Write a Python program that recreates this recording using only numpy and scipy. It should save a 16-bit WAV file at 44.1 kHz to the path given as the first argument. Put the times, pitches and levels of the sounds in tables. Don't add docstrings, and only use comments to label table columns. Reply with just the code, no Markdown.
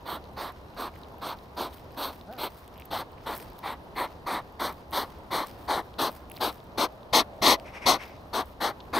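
import sys
import numpy as np
from scipy import signal
from scipy.fft import rfft, irfft, next_fast_len
from scipy.io import wavfile
from scipy.ndimage import uniform_filter1d, map_coordinates

SR = 44100
rng = np.random.default_rng(int(sys.argv[2]) if len(sys.argv) > 2 else 0)


def output_pcm(signal):
    pcm = np.clip(np.atleast_2d(signal).T, -1, 1) * 32767
    wavfile.write(sys.argv[1], SR, np.round(pcm).astype(np.int16))


def rack_gain(trim_db):
    fader = np.asarray(trim_db, float)
    return 10 ** (fader / 20)


N = 396459
T = np.arange(N) / SR

# pitch_hz, density_db
TRAFFIC = [(12, -34), (20, -3.5), (65, -0.5), (289, -5.5), (634, -6), (1000, -7), (1790, -24), (3300, -57)]
# pitch_hz, density_db
LEAVES = [(600, -40), (1790, -22.5), (3330, -26.5), (4050, -27), (7950, -44.5), (14700, -38.5),
          (16500, -67)]
# pitch_hz, correlation
ALIKE = [(25, 0.94), (60, 1), (150, 0.86), (380, 0.74), (950, 0.64), (2380, -0.67), (5500, 0.68),
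         (7000, 0.66)]
# pitch_hz, width_hz, level_db
DRONE = (70.6, 8.7, -56)
# time_s, level_db
PASSING = [
    (5.9, -71),
    (6.9, -55),
    (7.3, -50.5),
    (7.65, -51),
    (8.3, -60),
    (8.99, -72),
]
# pitch_hz, width_hz, level_db
TYRES = [(620, 170, 1), (800, 200, -4)]

# start_s, hold_s, high_level_db, low_extra_db
INBREATHS = [(0.233, 0.033, -74, 4.5), (0.526, .04, -73, 5), (.73, .04, -74, 3), (0.927, 0.1, -67, 3),
             (1.377, 0.046, -67, 2.5), (1.737, 0.032, -56.5, 3), (1.92, 0.046, -69, 3.5),
             (2.11, 0.069, -59.5, 2.5), (2.33, 0.046, -72, 7), (2.523, 0.069, -58, 1.5),
             (2.762, 0.054, -65, 2), (3.11, 0.11, -78, -6.5), (3.355, 0.03, -44.5, 5.5),
             (3.572, 0.046, -67, 3), (4.093, 0.022, -66, 4.5), (4.702, 0.023, -56, 2), (5.05, 0.045, -59, 4),
             (5.467, 0.038, -54.5, 5.5), (5.575, 0.12, -62.5, 1), (5.835, 0.033, -66, 0.5),
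             (6.114, 0.032, -54.5, 1.5), (6.328, 0.06, -62, -1), (6.497, 0.023, -54, 0.5),
             (6.907, 0.033, -70, 1), (7.62, 0.044, -72, 1), (8.047, 0.014, -59, 9), (8.116, .04, -73, -3),
             (8.474, .04, -65, -1)]
# pitch_hz, density_db
BREATH_LOW_SPECTRUM = [(1000, 7), (1800, 6), (3000, 1.5), (5200, 1), (7500, -12.5), (9000, -46)]
# pitch_hz, density_db
BREATH_HIGH_SPECTRUM = [(6000, -13), (8700, -1.5), (11000, -3), (12200, 2), (15200, 4), (16500, -16)]
# start_s, grit_db, stem_db, blade_db
TICKS = [
    (2.1223, -51, -60, -52),
    (4.7261, -57, -55, -50),
    (4.9182, -48, -47, -51.5),
    (6.1178, -52, -52, -44),
    (7.5988, -44, -60, -66),
    (3.445, -59, -60, -54),
]
# pitch_hz, pitch_spread, t60_s
TICK_BANDS = [(3320, 0.29, 0.0024), (8200, 0.31, 0.0015), (12400, 0.13, 0.0024), (14900, .06, 0.0024)]
# start_s, pitch_hz, peak_db
GRIT = [(0.2413, 4110, -44), (0.2538, 4030, -47), (0.6853, 3940, -49), (0.7035, 4090, -48),
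        (0.7377, 2910, -50), (0.94, 2260, -45), (0.961, 2020, -41), (1.0345, 3880, -43),
        (1.0462, 3120, -48), (1.1837, 2650, -51), (1.3879, 4090, -42), (1.3897, 3960, -49),
        (1.4366, 4610, -51), (1.7287, 3700, -47), (1.783, 3120, -45), (2.2118, 3730, -40.5),
        (2.3268, 4050, -40.5), (2.336, 2800, -39), (2.6788, 3170, -46), (2.7591, 2430, -46),
        (2.7683, 2690, -48), (2.7785, 2930, -46), (2.7848, 3250, -45), (2.7977, 2540, -42),
        (2.7995, 2480, -43), (2.806, 2540, -43), (2.8216, 2560, -35.5), (2.8541, 2480, -49),
        (3.1078, 2890, -51), (3.1322, 3940, -48), (3.1759, 2130, -51), (3.1824, 2520, -47),
        (3.4006, 2260, -38), (3.5326, 3920, -49), (3.5907, 3830, -42), (4.7323, 2150, -46),
        (5.207, 2170, -52), (5.471, 5470, -42), (5.9406, 3680, -40), (6.2995, 2560, -45),
        (6.3128, 2710, -45), (6.315, 2630, -38), (6.3175, 2630, -39.5), (6.3412, 3290, -47),
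        (6.3492, 2280, -48), (6.3624, 3900, -42), (6.3656, 3850, -35), (6.3691, 4290, -34),
        (6.3761, 2500, -37), (6.3871, 2390, -44), (6.5821, 3490, -46), (6.6031, 3680, -44),
        (6.7203, 3880, -49), (7.0311, 3660, -45), (7.5986, 4670, -42), (8.5362, 3470, -52),
        (8.8013, 3490, -45), (8.8046, 3700, -35.5), (8.8078, 3450, -41), (8.8108, 3470, -46)]
# start_s, pitch_hz, tip_peak_db, stem_peak_db
BLADES = [(0.2413, 11300, -50, -62), (0.5212, 12200, -49, -60), (0.5234, 11800, -46, -61),
          (0.7469, 14900, -48, -65), (0.9774, 14900, -46, -70), (0.9894, 11400, -48, -55),
          (1.1223, 11600, -49, -63), (1.1837, 12700, -44, -69), (1.384, 14900, -47, -67),
          (1.5566, 14300, -46, -64), (1.9212, 12800, -45, -56), (1.9404, 15000, -51, -71),
          (2.1532, 14600, -41, -62), (2.3133, 12500, -47, -70), (2.3266, 15400, -39, -63),
          (2.3358, 15300, -40, -54), (2.355, 15300, -46, -64), (2.677, 12600, -50, -64),
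          (2.6788, 12300, -44, -42), (2.7733, 13000, -50, -72), (2.778, 12600, -40, -63),
          (2.7995, 12100, -38, -44), (2.8541, 12600, -39, -44), (2.8569, 12900, -33, -57),
          (3.1188, 14800, -45, -53), (3.2193, 15100, -50.5, -71), (3.3782, 15000, -25, -40),
          (3.5014, 14700, -41, -61), (3.5326, 13600, -48, -52), (3.582, 12000, -45, -63),
          (3.5907, 15500, -33, -51), (3.9534, 15300, -45, -61), (4.5241, 12800, -50, -63),
          (4.7802, 15100, -50, -62), (4.9015, 15100, -52, -68), (4.9104, 15200, -33, -54),
          (5.1871, 12400, -48, -61), (5.4707, 13900, -37, -36), (6.2993, 11100, -35, -44),
          (6.3175, 11000, -29.5, -46), (6.3369, 14400, -43.5, -55), (6.3412, 12800, -44, -50),
          (6.3489, 11800, -46, -60), (6.3572, 13000, -45, -57), (6.3649, 15100, -37, -52),
          (6.3691, 12200, -37, -52), (6.3821, 15200, -42, -54), (6.6413, 15200, -48, -54),
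          (7.5986, 15300, -48, -45), (8.4579, 12200, -43, -51), (.028, 11600, -53, -66),
          (.334, 14600, -52, -60), (5.442, 14500, -43, -62), (5.662, 12500, -50, -50),
          (5.824, 11000, -54, -52)]

# start_s, length_s, nose_db, turned_to_microphone_db
SNORTS = [(0.064, 0.099, -35.5, 1.5), (0.376, 0.12, -36, 0), (0.775, 0.1, -34.5, -0.5),
          (1.222, 0.11, -35, 0), (1.576, 0.098, -32.5, 1), (1.977, 0.12, -33, 4.5),
          (2.388, 0.079, -34, 5.5), (2.915, 0.095, -33, 1), (3.269, 0.072, -34, -1.5),
          (3.64, 0.089, -35, -2.5), (3.966, 0.081, -30, -1.5), (4.271, 0.12, -30, -3.5),
          (4.602, 0.1, -30, 0.5), (4.932, 0.1, -29, 3), (5.315, 0.12, -27, -1), (5.685, .11, -27, -3.5),
          (5.992, 0.087, -27, 1.5), (6.412, 0.081, -28, 3), (6.783, 0.062, -25.5, -1),
          (7.135, 0.066, -20, 1.5), (7.424, 0.11, -20.5, 1.5), (7.865, 0.087, -20.5, 0.2),
          (8.338, 0.073, -27.5, -1.5), (8.612, 0.084, -27, 0), (8.937, 0.065, -26, -3)]
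# lung_peak_share_of_length, burst_db, release_db, whisker_db, second_dip_hz
MANNER = [(0.4, -3, 1.5, -10, 2600), (0.4, -0.5, -1, 3, 3000), (0.35, -2, 0.5, 1, 3140),
          (0.44, -0.5, 0, 4, 3000), (0.41, 0, -2, 3, 2900), (0.51, -1, -2, 0, 3100),
          (0.68, -1, 1.5, 0, 3600), (0.34, 0.5, 2.5, 2, 2400), (0.16, 3, 2.5, -0.5, 2500),
          (0.33, -0.5, 2.5, -12, 2600), (0.43, -2, 1.5, -13, 2700), (0.66, 2, -1.5, 0, 2800),
          (0.47, 1, -3.5, 3, 2640), (0.43, -0.5, -1, 1.5, 2580), (0.34, -2.5, -2.5, 0, 2640),
          (0.24, -1, 0, 0, 2610), (0.34, 1, 1, 1.5, 2240), (0.36, 2, -1, 0.5, 2700),
          (0.52, 2, 4.5, 3, 2600), (0.36, -1, 2, 0.5, 2800), (0.49, -1.5, 3, 0.5, 2900),
          (0.33, 1.5, -3.5, 1.5, 3000), (0.4, 0, 1.5, 3, 2600), (0.4, -1, -1, 3, 2530),
          (0.31, -1, 5, -0.5, 2720)]
# pitch_hz, level_db, shoulder_db
NOSTRIL = [(990, 6, -14), (995, 4, -17), (990, 5, -16), (970, 9, -14), (900, 3.5, -17), (960, 7.5, -12),
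           (910, 0, -10), (850, 6, -27), (915, 3, -8), (910, 11, 5), (980, 7, -8), (1010, 7, -12),
           (1010, 6, -14), (960, 4.5, -10), (990, 4.5, -2), (900, 6.5, -12), (910, 2.5, -19), (910, 2, -17),
           (1010, 0.5, -24), (900, 0.5, 0), (980, 2.5, -8), (970, 2.5, -7), (930, 1.5, -2), (860, 4, -2),
           (930, -3, -10)]
# pitch_hz, width_hz
SHOULDER = (1110, 96)
# pitch_hz, width_hz, level_db
NOSE = [(299, 162, 3), (655, 670, -1.5)]
# pitch_hz, width_hz, level_db
UPPER = [
    [(1970, 760, 0)],
    [(3465, 1270, 0.5), (4170, 790, 1.5)],
    [(5960, 2500, 0)],
    [(8580, 2800, 0)],
    [(12640, 3000, 6.5), (15300, 2200, 2)],
]
STEEP = [0.86, 1.49, 1.75, 1.84, 1.54]
# usual_db, per_db_nearer, extra_per_db_inside_usual, per_db_turned
PARTS = [(-8.5, -0.19, 0.7934, 0.77), (-21, 0.65, 0.73, 0.5), (-17, 0.32, -0.27, 0.5),
         (-15.5, -0.05, 0.12, 1.3)]
# time_s, first_dip_hz, first_depth_0_1, second_depth_0_1, sinus_over_nose_db
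HEAD = [(.1, 1970, 0, 0.35, -21), (.43, 1950, 0.1, 0.55, -15), (.82, 2000, 0.6, 0.35, -15.5),
        (1.27, 1900, 0.7, 0.15, -14), (1.6, 1870, 0.7, 0.1, -19), (2.03, 1890, 0.6, 0.3, -20),
        (2.43, 1860, 1, .02, -8), (2.95, 1800, 0.04, 0.2, -17), (3.3, 1750, 0.14, 0.2, -15),
        (3.68, 1700, 0.46, 0.44, -6), (4.0, 1600, 0.38, 0.4, -7), (4.3, 1570, 0.38, 0.6, -11),
        (4.64, 1570, 0.17, 0.95, -12.5), (4.97, 1570, 0.16, .8, -13.5), (5.36, 1560, 0.46, 0.8, -11),
        (5.75, 1640, 0.2, 1, -14), (6.02, 1690, 0.2, 0.66, -15), (6.44, 1920, 0.9, 0, -12),
        (6.8, 1800, 0.86, 0.07, -13), (7.15, 1570, 0.8, 0.2, -11), (7.5, 1550, 1, 0.1, -8),
        (7.9, 1680, 0.9, 0.3, -11.5), (8.4, 1870, 0.25, 0.2, -27), (8.64, 1400, 0, 0.7, -10.5),
        (8.97, 1540, 0.04, 0.8, -10.5)]
# pitch_hz, width_hz, depth_0_1
BRANCHES = [(7100, 1780, 0.67), (10300, 1200, 0.14)]
# time_s, left_minus_right_db
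PLACE = [(0.0, -3), (2.9, 1), (4.46, 0.5), (6.86, 4.5), (7.49, 4.5), (7.99, 5.5), (8.99, 3)]
# pitch_hz, share_of_level_difference, louder_side_lag_per_share
SIDEWAYS = [(250, .03, 0.2), (450, 0.26, 0.36), (905, 1.0, 0.33), (2000, .95, 1.15), (4000, 0.92, 0.5),
            (8000, 0.94, .02), (13000, 0.83, .02)]
# pitch_hz, level_db
SCATTER = [(900, -19), (2100, 5.5), (4000, -4), (8500, -20), (13000, 1.5)]

# start_s, length_s, start_hz, end_hz, level_db
WHISTLES = [(.585, .045, 10400, 9400, -76), (1.41, .07, 15000, 13700, -70), (1.76, .04, 15000, 14700, -61),
            (2.217, .035, 15000, 13200, -66), (2.259, .013, 9400, 8700, -72),
            (8.06, .05, 15500, 14600, -63), (3.425, .015, 8800, 8360, -55), (3.823, .03, 10600, 9700, -70)]
# time_s, pitch_hz, level_db
GRUNT = [
    (2.255, 174, -71),
    (2.278, 188.3, -51),
    (2.3, 211.7, -46.5),
    (2.318, 247.5, -51),
    (2.34, 260.4, -47),
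    (2.362, 250, -51),
    (2.38, 243, -53),
]
# pitch_hz, level_db
THROAT = [(150, 14), (300, -12), (650, 6), (880, 0), (1100, -23), (1500, -7), (2200, -49)]
# start_s, hold_s, level_db
SNIFFS = [
    (7.665, 0.022, -45.5),
    (7.745, 0.029, -41.5),
    (7.825, 0.043, -40.5),
    (8.005, 0.028, -40.5),
    (8.085, 0.032, -54),
    (8.14, 0.022, -60),
]
# pitch_hz, width_hz, level_per_pass_db
SNIFF_NOSE = [(700, 1400, 0), (2200, 790, 2), (5400, 1200, -5.5), (8800, 1400, -10.5), (12500, 4000, -14)]
# pitch_hz, width_hz, depth_0_1
HOUSING = [(7400, 570, 0.33), (9960, 1260, 0.23), (14300, 900, 0.34)]

LAND_DB_PER_S, SETTLE_DB_PER_S = 200, 182
HIGH_STILL_DB, LOW_STILL_DB, LOW_GROW = -73, -64, 0.44
GRIT_T60_S, TIP_T60_S, STEM_T60_S, STEM_HZ = 0.0032, 0.0019, 0.0015, 8500
TIP_PAIR_HZ, PAIR_DB = 27200, -4.5
USUAL_DB = -30
BURST_S, RELEASE_S, SLOWER_PER_DB = 0.0105, 0.02, 0.03
SHUT_DB, OPEN_DB, SPENT_DB, STOP_DB = -17, -4, -5.5, -17
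RING_WIDTH_HZ = 260
EDGE_HZ, EDGE_WIDTH_HZ = 5000, 780
EDGE_DEPTH, EDGE_PER_DB, EDGE_MOST = 0.33, 1, 0.7
SAG, SAG_SPREAD = 0.022, 0.031
JET_SIDE_DB_PER_DB = 0.2
HISS_SINK, HISS_WIDENS_DB = 0.006, 0.2
POP_DB, POP_DB_PER_DB, POP_S = -17.5, 0.4, 0.0024
SCATTER_T60_S = 0.03
DRAW_DB_PER_S, EASE_DB_PER_S = 750, 378
TOP_HZ, BOTTOM_HZ = 15720, 14
CEILING = 0.8


def unit(x):
    return x / np.sqrt(np.mean(x ** 2) + 1e-20)


def along(points, hz):
    f, v = np.transpose(points)
    return np.interp(np.log(hz + 1), np.log(f + 1), v)


def level(rows):
    time_s, db = np.transpose(rows)
    return np.interp(T, time_s, db, left=-140, right=-140)


def wobble(rate_hz, size=N):
    knots = rng.standard_normal(int(size * rate_hz / SR) + 4)
    return map_coordinates(knots, [np.arange(size) * rate_hz / SR])


def swells(rows, rise, fall):
    t = T[::32]
    curves = [db - rise * np.clip(s - t, 0, None) - fall * np.clip(t - s - hold, 0, None)
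              for s, hold, db in rows]
    return np.interp(T, t, np.max(curves, axis=0))


def filtered(x, response):
    m = next_fast_len(x.shape[-1] + SR // 20)
    return irfft(rfft(x, m) * response(np.fft.rfftfreq(m, 1 / SR)), m)[..., :x.shape[-1]]


def shade(spectrum):
    return lambda hz: rack_gain(along(spectrum, hz))


def tube(modes):
    return lambda f: sum(rack_gain(db) * 1j * f * w / (c * c - f * f + 1j * f * w) for c, w, db in modes)


def steep(modes):
    return lambda f: np.sqrt(sum(np.abs(tube([mode])(f)) ** 4 for mode in modes))


def notch(hz, width_hz, depth):
    return lambda f: 1 - np.clip(depth, 0, 1) * tube([(hz, width_hz, 0)])(f)


def notches(dips):
    return lambda f: np.prod([notch(*dip)(f) for dip in dips], axis=0)


def drifting(x, response, sag):
    late = np.linspace(0, 1, len(x))
    high = filtered(x, lambda f: response(f / (1 + sag)))
    low = filtered(x, lambda f: response(f / (1 - sag)))
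    return (1 - late) * high + late * low


def rush(response, alike, patchy_db):
    z = signal.stft(rng.standard_normal((2, N + SR // 10)), nperseg=512)[2]
    field = uniform_filter1d(rng.standard_normal(z.shape[1:]), size=6, axis=0)
    field = uniform_filter1d(field, size=12, axis=1)
    pair = signal.istft(z * rack_gain(patchy_db * unit(field)), nperseg=512)[1][:, :N]
    turn = lambda hz: np.arccos(np.clip(along(alike, hz), -1, 1)) / 2
    mid, side = filtered(pair, lambda hz: response(hz) * [np.cos(turn(hz)), np.sin(turn(hz))])
    return unit(np.array([mid + side, mid - side]))


def garden():
    hz, width_hz, db = DRONE
    swell = rack_gain(0.5 * wobble(1.2) + 0.5 * wobble(7))
    both = lambda f: np.hypot(shade(TRAFFIC)(f), shade(LEAVES)(f))
    hum = rack_gain(-47.0) * swell * rush(both, ALIKE, patchy_db=0.78)
    engine = unit(filtered(rng.standard_normal(N), tube([(hz, width_hz, 0)])))
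    return hum + rack_gain(db + 1.6 * wobble(2.55)) * engine


def inbreaths():
    tips = swells([row[:3] for row in INBREATHS], LAND_DB_PER_S, SETTLE_DB_PER_S)
    rows = [(s, hold, LOW_STILL_DB + LOW_GROW * (db - HIGH_STILL_DB) + extra_db)
            for s, hold, db, extra_db in INBREATHS]
    stems = swells(rows, LOW_GROW * LAND_DB_PER_S, LOW_GROW * SETTLE_DB_PER_S)
    return np.maximum(tips, HIGH_STILL_DB), np.maximum(stems, LOW_STILL_DB)


def breath_hiss(high_db, low_db):
    over = lambda db, floor_db: np.sqrt(np.clip(rack_gain(2 * db) - rack_gain(2 * floor_db), 0, None))
    grain = rack_gain(1.5 * wobble(40) + 3.5 * wobble(250))
    low = over(low_db, -67.5) * rush(shade(BREATH_LOW_SPECTRUM), [(3000, 0.8)], patchy_db=0.4)
    high = over(high_db, -80) * unit(filtered(rng.standard_normal(N), shade(BREATH_HIGH_SPECTRUM)))
    return (low + high) * grain * rack_gain(-4.0)


def ticks(high_db, count=440):
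    faint = rng.random((count, 4))
    start_s = faint[:, 0] * N / SR
    faint = np.c_[start_s, -60 - 14 * faint[:, 1], -63 - 14 * faint[:, 2], -63 - 13 * faint[:, 3]]
    faint[:, 1:] += 0.29 * (np.interp(faint[:, :1], T, high_db) + 75)
    out, t = np.zeros((2, N + SR)), np.arange(SR // 200) / SR
    onset = 1 - np.exp(-t / 0.0001)
    for s, grit_db, stem_db, blade_db in [*TICKS, *faint]:
        chance = rng.standard_normal((2, 4))
        snap = np.zeros(len(t))
        levels_db = [grit_db, stem_db, blade_db - 1.5, blade_db - 4]
        for db, (hz, spread, t60_s), c in zip(levels_db, TICK_BANDS, chance[0]):
            ring = np.sin(2 * np.pi * hz * np.exp(spread * c / 2) * t)
            snap += rack_gain(db + 14.5 - 60 * t / t60_s) * ring * onset
        i = round(s * SR)
        out[:, i:i + len(t)] += snap * rack_gain(0.82 * chance[1, 0] * np.array([[1], [-1]]))
    return out[:, :N]


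def crunches():
    out, t = np.zeros((2, N)), np.arange(SR // 200) / SR
    onset = 1 - np.exp(-t / 0.00015)
    ring = lambda hz, db, t60_s: rack_gain(db - 60 * t / t60_s) * np.sin(2 * np.pi * hz * t) * onset
    snaps = []
    for (s, hz, db), (c, d) in zip(GRIT, rng.standard_normal((len(GRIT), 2))):
        grain = ring(hz, db + 4.5, GRIT_T60_S * rack_gain(2.5 * c))
        snaps.append((s, grain + ring(hz * np.exp(0.15 * d), db - 0.5, GRIT_T60_S)))
    for s, hz, db, stem_db in BLADES:
        tip = ring(hz, db + 8.0, TIP_T60_S) + ring(TIP_PAIR_HZ - hz, db + 8.0 + PAIR_DB, TIP_T60_S)
        snaps.append((s, tip + ring(STEM_HZ, stem_db + 10.5, STEM_T60_S)))
    for (s, snap), lean in zip(snaps, rng.standard_normal(len(snaps))):
        i = round(s * SR)
        out[:, i:i + len(t)] += snap * rack_gain(1.5 * lean * np.array([[1], [-1]]))
    return out


def airway(nearer_db):
    sinus, (core, jet_side), whisker, edge, (hiss, *rest) = UPPER
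    jet_side = np.add(jet_side, (0, 0, JET_SIDE_DB_PER_DB * min(nearer_db, 0)))
    hz, width_hz, db = hiss
    hiss = (hz * (1 - HISS_SINK * nearer_db), width_hz * rack_gain(HISS_WIDENS_DB * nearer_db), db)
    return [sinus, [core, jet_side], whisker, edge, [hiss, *rest]]


def snort(blow, manner, nostril):
    start_s, length_s, nose_db, turned_db = blow
    peak, early_db, late_db, whisker_db, second_hz = manner
    ring_hz, ring_db, shoulder_db = nostril
    nearer_db, sag = nose_db - USUAL_DB, SAG + SAG_SPREAD * rng.standard_normal()
    burst_s = BURST_S * np.exp(-SLOWER_PER_DB * nearer_db)
    peak_s = np.clip(peak, 0.1, 0.9) * length_s
    s = start_s + np.array([-burst_s, 0, peak_s, length_s, length_s + RELEASE_S])
    at_s, *head = np.transpose(HEAD)
    dip_hz, depth, second, sinus_db = [np.interp(s[2], at_s, c) for c in head]
    parts_db = [sinus_db]
    for db, near, close, turn in PARTS:
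        parts_db.append(db + near * nearer_db + close * max(nearer_db, 0) + turn * turned_db)
    parts_db[2] += whisker_db

    t = np.arange(s[0] - 0.012, s[-1] + 0.015, 1 / SR)
    opening = np.clip((t - s[0]) / burst_s, 0, 1) ** 0.082
    knots_s = [s[0] - 0.004, *s, t[-1]]
    knots_db = [SHUT_DB, OPEN_DB + early_db, 0, SPENT_DB + late_db, STOP_DB + late_db]
    pressure = lambda lag_s: opening * np.interp(t - lag_s, knots_s, [0, *rack_gain(knots_db), 0])
    flow = pressure(0)

    air = rng.standard_normal(len(t)) * rack_gain(1.12 * wobble(110.4, size=len(t)))
    cavity = tube([*NOSE, (ring_hz, RING_WIDTH_HZ, ring_db), (*SHOULDER, shoulder_db)])
    dark = tube([(650, 1500, 0)])
    puff = unit(filtered(air, lambda f: cavity(f) * dark(f) ** 2))
    puff = puff * pressure(0.0011)
    for modes, part_db, power in zip(airway(nearer_db), parts_db, STEEP):
        flutter_db = 1.25 * wobble(35, size=len(t)) + 0.48 * wobble(196, size=len(t))
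        eddies = rng.standard_normal(len(t)) * rack_gain(flutter_db)
        puff += unit(drifting(eddies, steep(modes), sag)) * rack_gain(part_db) * flow ** power
    puff += 0.047 * puff ** 2 / (flow + 0.11)
    edge_depth = min(EDGE_DEPTH - EDGE_PER_DB * whisker_db, EDGE_MOST)
    dips = [(dip_hz, 620, depth), (second_hz, 650, second + 0.075),
            (EDGE_HZ, EDGE_WIDTH_HZ, edge_depth), *BRANCHES]
    puff = drifting(puff, notches(dips), sag)
    u = (t - s[0]) / POP_S
    puff += rack_gain(POP_DB + POP_DB_PER_DB * nearer_db) * (1 - u * u) * np.exp(-u * u / 2)
    return round(t[0] * SR), rack_gain(nose_db + 1.87) * puff


def snorts():
    out = np.zeros(N + SR)
    for blow, manner, nostril in zip(SNORTS, MANNER, NOSTRIL):
        i, puff = snort(blow, manner, nostril)
        out[i:][:len(puff)] += puff
    return out[:N]


def placed(x):
    hz, share, lag = np.transpose(SIDEWAYS)
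    lean = lambda f: along(np.c_[hz, share], f) - 1j * along(np.c_[hz, lag], f)
    t = np.arange(SR // 50) / SR
    tail = rng.standard_normal(len(t)) * rack_gain(-60 * t / SCATTER_T60_S)
    scattered = signal.oaconvolve(x, tail / np.linalg.norm(tail))[:N]
    scattered = filtered(scattered, shade(SCATTER))
    side = np.tanh(level(PLACE) * np.log(10) / 40) * (filtered(x, lean) + scattered)
    return np.array([x + side, x - side])


def lawn(x):
    t = np.arange(SR // 8) / SR
    tail = rng.standard_normal((2, len(t))) * rack_gain(-60 * t / 0.16)
    tail = filtered(tail, lambda f: 1 / (1 + (f / 5500) ** 4))
    return signal.oaconvolve(x[None], tail / np.linalg.norm(tail[0]), axes=1)[:, :N]


def whistles():
    out = np.zeros(N)
    for s, length_s, start_hz, end_hz, db in WHISTLES:
        u = np.linspace(0, 1, int(length_s * SR))
        hz = start_hz + (end_hz - start_hz) * u + 3000 * length_s * wobble(50, size=len(u))
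        swell = np.abs(np.sin(np.pi * u)) ** 0.5
        out[round(s * SR):][:len(u)] = rack_gain(db) * swell * np.sin(2 * np.pi * np.cumsum(hz) / SR)
    return out


def grunt():
    s, pitch_hz, db = np.transpose(GRUNT)
    out, t = np.zeros(N), np.arange(s[0], s[-1], 1 / SR)
    hz = np.interp(t, s, pitch_hz) * (1 + 0.018 * wobble(122, size=len(t)))
    turn = 2 * np.pi * np.cumsum(hz) / SR
    voice = np.zeros(len(t))
    for k in range(1, 9):
        voice += rack_gain(along(THROAT, k * hz) + 3 * wobble(55, size=len(t))) * np.sin(k * turn)
    out[round(s[0] * SR):][:len(t)] = voice * rack_gain(np.interp(t, s, db) + 0.5)
    return out


def passing():
    return rack_gain(level(PASSING) + 2.5 * wobble(9)) * rush(steep(TYRES), ALIKE, patchy_db=-3.0)


def sniffs():
    air = unit(filtered(rng.standard_normal(N), steep(SNIFF_NOSE)))
    return air * rack_gain(swells(SNIFFS, DRAW_DB_PER_S, EASE_DB_PER_S) - 2.5)


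def scene():
    nose = snorts() + sniffs() + whistles()
    high_db, low_db = inbreaths()
    clicks = ticks(high_db) + crunches()
    mix = placed(nose) + rack_gain(-36.5) * lawn(nose) + grunt()
    mix = mix + breath_hiss(high_db, low_db) + garden() + passing() + clicks
    top = lambda hz: 1 / (1 + np.exp(np.clip((hz - TOP_HZ) / 30, -50, 50)))
    band = lambda hz: notches(HOUSING)(hz) * top(hz) * 1j * hz / (BOTTOM_HZ + 1j * hz)
    loud = clicks.mean(0) * (uniform_filter1d(np.abs(clicks[0]), size=60) > rack_gain(-45))
    return filtered(mix, band) + filtered(loud, lambda hz: (1 - top(hz)) * (hz < 16650))


def roll_off(x):
    return signal.sosfilt(signal.butter(12, 16660, fs=SR, output="sos"), x)


def record(dry):
    mix = dry / (1 + np.abs(dry / CEILING) ** 3) ** (1 / 3)
    return roll_off(mix)


dry = scene()
out = record(dry)
output_pcm(out)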